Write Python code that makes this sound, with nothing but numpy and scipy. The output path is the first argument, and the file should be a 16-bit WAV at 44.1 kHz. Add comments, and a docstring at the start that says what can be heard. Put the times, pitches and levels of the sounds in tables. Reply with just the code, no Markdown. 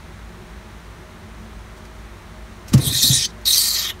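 """A ventilation hum is heard first and runs on underneath; loose bedding crunches faintly.
A snake strikes a rat in a small glass-fronted enclosure and drags it down onto the bedding.
The blow and the tumbling bodies excite the modes of the hollow floor, and grit scatters in clicks.
Two long, harsh hissing cries follow: turbulent air, forced through a narrow throat and shaped by
its resonances. Reflections from the close walls add a short ring to the grit and the cries."""
import sys
import numpy as np
from scipy import signal
from scipy.fft import rfft, irfft
from scipy.io import wavfile
from scipy.ndimage import uniform_filter1d

SR = 44100
rng = np.random.default_rng(int(sys.argv[2]) if len(sys.argv) > 2 else 0)


def unload_wav(signal):
    """Save mono or channel-first audio to the path in sys.argv[1] as 16-bit WAV at rate SR, clipped to [-1, 1]."""
    wavfile.write(
        sys.argv[1],
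        SR,
        np.round(np.clip(np.atleast_2d(signal).T, -1, 1) * 32767).astype(np.int16),
    )


N = 176400
T = np.arange(N) / SR
FREQUENCIES = np.arange(N // 2 + 1) * SR / N
CUTOFF_HZ = 15700


def from_db(db):
    """Amplitude ratio of a level in decibels."""
    return 10 ** (np.asarray(db) / 20)


def unit_rms(x):
    """Normalisation to unit power."""
    return x / np.sqrt(np.mean(x ** 2) + 1e-20)


def in_time(rows):
    """Linear interpolation of a curve's columns at every sample."""
    times, *columns = np.transpose(rows)
    return [np.interp(T, times, column) for column in columns]


def gate(rows):
    """Time window: one while a curve lasts, with short fades."""
    return uniform_filter1d(((T > rows[0][0]) & (T < rows[-1][0])) * 1., size=128)


def coloured(spectrum, source=None):
    """Spectral shaping of white noise or a given source, to unit rms."""
    source = rng.standard_normal(N) if source is None else source
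    hz, db = np.transpose(spectrum)
    bins = np.maximum(FREQUENCIES, 1)
    gain = from_db(np.interp(np.log(bins), np.log(hz), db))
    roll_off = (np.minimum(bins / hz[0], 1) * np.minimum(hz[-1] / bins, 1)) ** 2
    return unit_rms(irfft(rfft(source) * gain * roll_off, N))


def drift(corner_hz):
    """Random modulation: low-pass noise of unit rms."""
    coarse = T[::10]
    white = rfft(rng.standard_normal(len(coarse)))
    smooth = irfft(white / (1 + (FREQUENCIES[:len(white)] / corner_hz) ** 2), len(coarse))
    return np.interp(T, coarse, unit_rms(smooth))


def grains(per_s=9000, spread_db=2.5):
    """Shot noise: dense random clicks of uneven size."""
    sizes = from_db(spread_db * np.minimum(rng.exponential(1, N), 4))
    signs = rng.choice([-1, 1], N)
    return sizes * signs * (rng.random(N) < per_s / SR)


# Air noise: f/Hz, relative spectral level/dB
AIR_SPECTRUM = [(20, -14), (38, 11.5), (50, 5.5), (100, 10), (130, 2), (220, 5), (260, -3.5), (370, 2.5),
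                (520, -5), (1050, -2.5), (2100, -7), (2700, -12.5), (4000, -14), (4900, -19.5), (6100, -18),
                (7700, -23), (9300, -22), (10500, -27), (15800, -30.5)]
# Hum partials: f/Hz, level/dB, linewidth/Hz
HUM_PARTIALS = [(47.5, -56, 0.79), (55.1, -43, 1), (78.5, -51.5, 8.2), (99, -50.5, 2.7), (160.4, -56, 1.6),
                (172.5, -55, 1.04), (217.5, -52.5, 6.8), (363.6, -57, 4.7), (626.4, -58, 21)]


def ventilation(air_db=-42, waver_db=3.5, waver_hz=4):
    """Broadband air noise plus a hum whose lines are broadened by random modulation."""
    out = from_db(air_db) * coloured(AIR_SPECTRUM)
    for hz, db, width_hz in HUM_PARTIALS:
        phase = 2 * np.pi * np.cumsum(hz + width_hz / 2 * drift(waver_hz)) / SR
        waver = from_db(waver_db * drift(waver_hz))
        out += from_db(db) * unit_rms(np.sin(phase) * waver)
    return out


# Envelope of the dragging: t/s, level/dB
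DRAG_LEVEL = [(2.72, -28.5), (2.745, -23), (2.79, -20.5), (2.83, -25.5), (2.9, -26.5), (2.99, -43),
              (3.025, -36), (3.045, -23), (3.08, -35), (3.125, -26), (3.19, -46.5), (3.25, -69)]
# Its rumble: f/Hz, relative spectral level/dB
DRAG_SPECTRUM = [(35, -24), (70, -2), (115, 6), (180, -5), (280, -3.5), (420, -15.5), (800, -23.5),
                 (2000, -28), (6000, -46)]


def drag():
    """Friction noise: the snake's coils rumble over the bedding."""
    db, = in_time(DRAG_LEVEL)
    return from_db(db) * gate(DRAG_LEVEL) * coloured(DRAG_SPECTRUM, grains())


# Contacts with the bedding: t/s, level/dB, decay time constant/s
CRUNCHES = [(1.773, -51, .02), (1.854, -46.5, .004), (2.17, -58, .04), (2.683, -36.5, 0.02),
            (2.7381, -15, 0.0068), (2.779, -27, 0.011), (3.4146, -49, .008)]
# Scattering grit: f/Hz, relative spectral level/dB
GRIT_SPECTRUM = [(300, 11), (700, -15), (1100, 0.5), (1600, -4.5), (3000, -2.5), (5700, 3), (8500, -5),
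                 (15500, -11)]


def crunches(rise_s=0.0031):
    """Granular impacts: each contact throws up a spray of grit that grows and decays exponentially."""
    envelope = np.zeros(N)
    for peak_s, db, decay_s in CRUNCHES:
        age = T - peak_s
        envelope += from_db(db) * np.exp(np.where(age < 0, age / rise_s, -age / decay_s))
    return envelope * coloured(GRIT_SPECTRUM, grains())


# Bodies hitting the floor: t/s, level/dB, corner f/Hz of the contact, time stretch (ratio)
BLOWS = [(2.735, 0, 1400, 1), (2.86, -14.5, 130, 0.59), (2.937, -24, 100, 1), (3.034, -34, 700, .8),
         (3.092, -10.5, 158, 0.78), (3.157, -27, 55, 1)]
# Modes of the hollow floor: f/Hz, relative level/dB, swell time before stretching/s
FLOOR_MODES = [(80.4, -18, 0.022), (131.6, 0, .024), (208, -1.5, 0.0086), (275, -14.5, 0.014),
               (370, -29, 0.0088), (460, -25, 0.01), (597, -25.5, .011), (1167, -23, 0.0059)]


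def thumps():
    """Modal excitation: soft blows swell and die in the floor; duller ones reach only its low modes."""
    out, age = np.zeros(N), T[:SR // 3]
    hz, mode_db, swell_s = np.transpose(FLOOR_MODES)[:, :, None]
    for onset_s, db, corner_hz, stretch in BLOWS:
        gains = from_db(mode_db) / np.hypot(1, (hz / corner_hz) ** 3)
        progress = age / (swell_s * stretch)
        envelopes = (progress * np.exp(1 - progress)) ** 3
        modes = gains * envelopes * np.sin(2 * np.pi * hz * age)
        start = int(onset_s * SR)
        out[start:start + len(age)] += from_db(db) * modes.sum(axis=0) / np.linalg.norm(gains)
    return out


def enclosure(x, first_echo_s=0.0011, t60_s=0.048, echo_db=-4.5):
    """Reverberation: dense reflections from close walls add a short ring."""
    t = T[:SR // 4]
    echoes = rng.standard_normal(len(t)) * from_db(-60 * t / t60_s) * (t > first_echo_s)
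    ring = signal.fftconvolve(x, echoes / np.linalg.norm(echoes))[:N]
    wet = from_db(echo_db)
    return (x + wet * ring) / np.hypot(1, wet)


def resonance(hz, width_hz, wobble_share=.016, flicker_db=0.84):
    """Noise-driven resonance: a steep band whose centre wobbles and whose level flickers."""
    phase = 2 * np.pi * np.cumsum(hz * (1 + wobble_share * drift(corner_hz=35))) / SR
    low_pass = signal.butter(3, width_hz / 2, fs=SR, output="sos")
    in_phase, quadrature = signal.sosfilt(low_pass, rng.standard_normal((2, N)))
    band = in_phase * np.cos(phase) + quadrature * np.sin(phase)
    return unit_rms(band * from_db(flicker_db * drift(corner_hz=32)))


def turbulence(x, depth_db=2.5, corner_hz=18):
    """Turbulence makes neighbouring bands swell and fade independently; total power is conserved."""
    spectrum, out = rfft(x), np.zeros(N)
    centres = np.linspace(0, CUTOFF_HZ, 26)
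    for weights in np.eye(len(centres)):
        band = irfft(spectrum * np.interp(FREQUENCIES, centres, weights), N)
        out += band * from_db(depth_db * drift(corner_hz))
    return unit_rms(out) * np.std(x)


# Course of each cry: t/s, level/dB, main resonance f/Hz, relative treble/dB, relative rasp/dB
FIRST_THROAT = [(2.785, -50, 3950, -9, -14), (2.812, -34, 3900, -3, -14), (2.872, -24, 3750, -10, -24),
                (2.91, -29, 3824, -11, -20), (2.948, -20.5, 3920, -4.5, -18.5),
                (3.018, -21.5, 4030, -12, -19.5), (3.029, -13, 4120, -3, -29), (3.07, -16, 4020, -6, -27.5),
                (3.12, -18.5, 3758, -12, -20), (3.155, -22, 3800, -10, -15),
                (3.21, -27.5, 3374, -10, -10.5), (3.256, -27.5, 3315, -9, -13), (3.27, -54, 3840, -16, -28),
                (3.31, -54.5, 3970, -14, -16)]
SECOND_THROAT = [(3.449, -57, 4110, -10, -24), (3.456, -20, 4120, -13, -19), (3.482, -15, 3994, -13, -20.5),
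                 (3.496, -18, 3987, -5.5, -19), (3.526, -15, 4096, -10, -22),
                 (3.576, -17.5, 4556, -10, -16), (3.615, -20, 4217, -1, -19), (3.68, -22.5, 4200, 0.5, -14),
                 (3.696, -25.5, 4225, 1, -14), (3.785, -25, 4360, -8, -11), (3.825, -31, 3770, -2, -2),
                 (3.905, -25, 3357, -14, -10), (3.92, -41, 3280, -20, -18), (3.96, -55, 3340, -18, -12)]
# Three upper resonances, sinking as the mouth closes; for each: t/s, f/Hz, relative level/dB
FIRST_UPPER = [
    [(2.81, 4800, -12), (2.87, 6400, -7.5), (2.95, 5700, -11), (3.0, 5900, 1.5), (3.04, 5700, -8),
     (3.1, 6300, -6), (3.16, 6000, 2.5), (3.21, 5100, 7.5), (3.26, 5200, 10)],
    [(2.81, 9500, -1), (2.87, 8900, -3), (2.95, 8600, -7), (3.11, 8600, -13), (3.16, 8900, 4.5),
     (3.2, 8500, -2), (3.26, 7300, -6.5)],
    [(2.81, 12000, -17), (2.87, 11700, -0.5), (2.94, 11920, -13), (3.02, 11700, -13), (3.08, 11740, -8),
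     (3.15, 11000, -16), (3.24, 10300, -9)],
]
SECOND_UPPER = [
    [(3.45, 5400, -6.5), (3.51, 5350, -7.5), (3.55, 5038, 0), (3.62, 5900, -14), (3.7, 5380, -6),
     (3.83, 5420, 6), (3.91, 5540, -12)],
    [(3.46, 8730, -9), (3.51, 8670, -5), (3.56, 8770, -3), (3.67, 8500, -2.5), (3.76, 7640, -5),
     (3.82, 6370, -16), (3.91, 6440, -28)],
    [(3.53, 12900, -11), (3.6, 12500, -4), (3.7, 12400, -14), (3.8, 12400, -6), (3.91, 12140, -16)],
]
# For each upper resonance: bandwidth/Hz
UPPER_WIDTHS = [2500, 2000, 2200]
# Air noise around the resonances, low rasp and treble: f/Hz, relative spectral level/dB
FIRST_RASP = [(300, -28), (700, -32), (1300, -27), (1520, -6.5), (1830, 4.5), (2100, -3), (2480, 5),
              (2780, -11), (3150, 1.5), (3900, -13)]
SECOND_RASP = [(300, -25), (650, -18), (1000, -6.5), (1320, -4), (1530, -9), (1850, -0.5), (2400, -0.5),
               (2780, -8), (3150, 5), (3900, -9)]
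TREBLE_SPECTRUM = [(3000, -32), (4300, 8), (7000, 0), (9400, -1), (10400, -2.5), (12000, 2), (14000, -7),
                   (15800, -4.5)]


def hiss(throat, upper, rasp):
    """Source and filter: sputtering air is forced through a narrow throat with four moving resonances."""
    db, main_hz, treble_db, rasp_db = in_time(throat)
    air = from_db(-0.5) * resonance(main_hz, width_hz=770)
    air += from_db(treble_db + 2) * coloured(TREBLE_SPECTRUM)
    air += from_db(rasp_db + 2.5) * coloured(rasp)
    for curve, width_hz in zip(upper, UPPER_WIDTHS):
        hz, upper_db = in_time(curve)
        air += from_db(upper_db - 1.5) * resonance(hz, width_hz)
    cry = turbulence(air) * gate(throat)
    flutter_db = 0.53 * drift(corner_hz=110)
    sputter_db = 1.5 * drift(corner_hz=410)
    return cry * from_db(db + flutter_db + sputter_db)


def scene():
    """Superposition of the hum and the struggle in the enclosure, in one channel."""
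    first_cry = hiss(FIRST_THROAT, FIRST_UPPER, FIRST_RASP)
    second_cry = hiss(SECOND_THROAT, SECOND_UPPER, SECOND_RASP)
    reverberant = enclosure(crunches() + first_cry + second_cry)
    return (reverberant + thumps() + drag() + ventilation())[None]


def record(dry, ceiling=.93):
    """Soft saturation rounds the highest peaks; a steep low-pass filter cuts the top."""
    rounded = dry / (1 + (dry / ceiling) ** 8) ** (1 / 8)
    return signal.sosfilt(signal.ellip(12, .1, 80, CUTOFF_HZ, fs=SR, output="sos"), rounded)


dry = scene()
out = record(dry)
unload_wav(out)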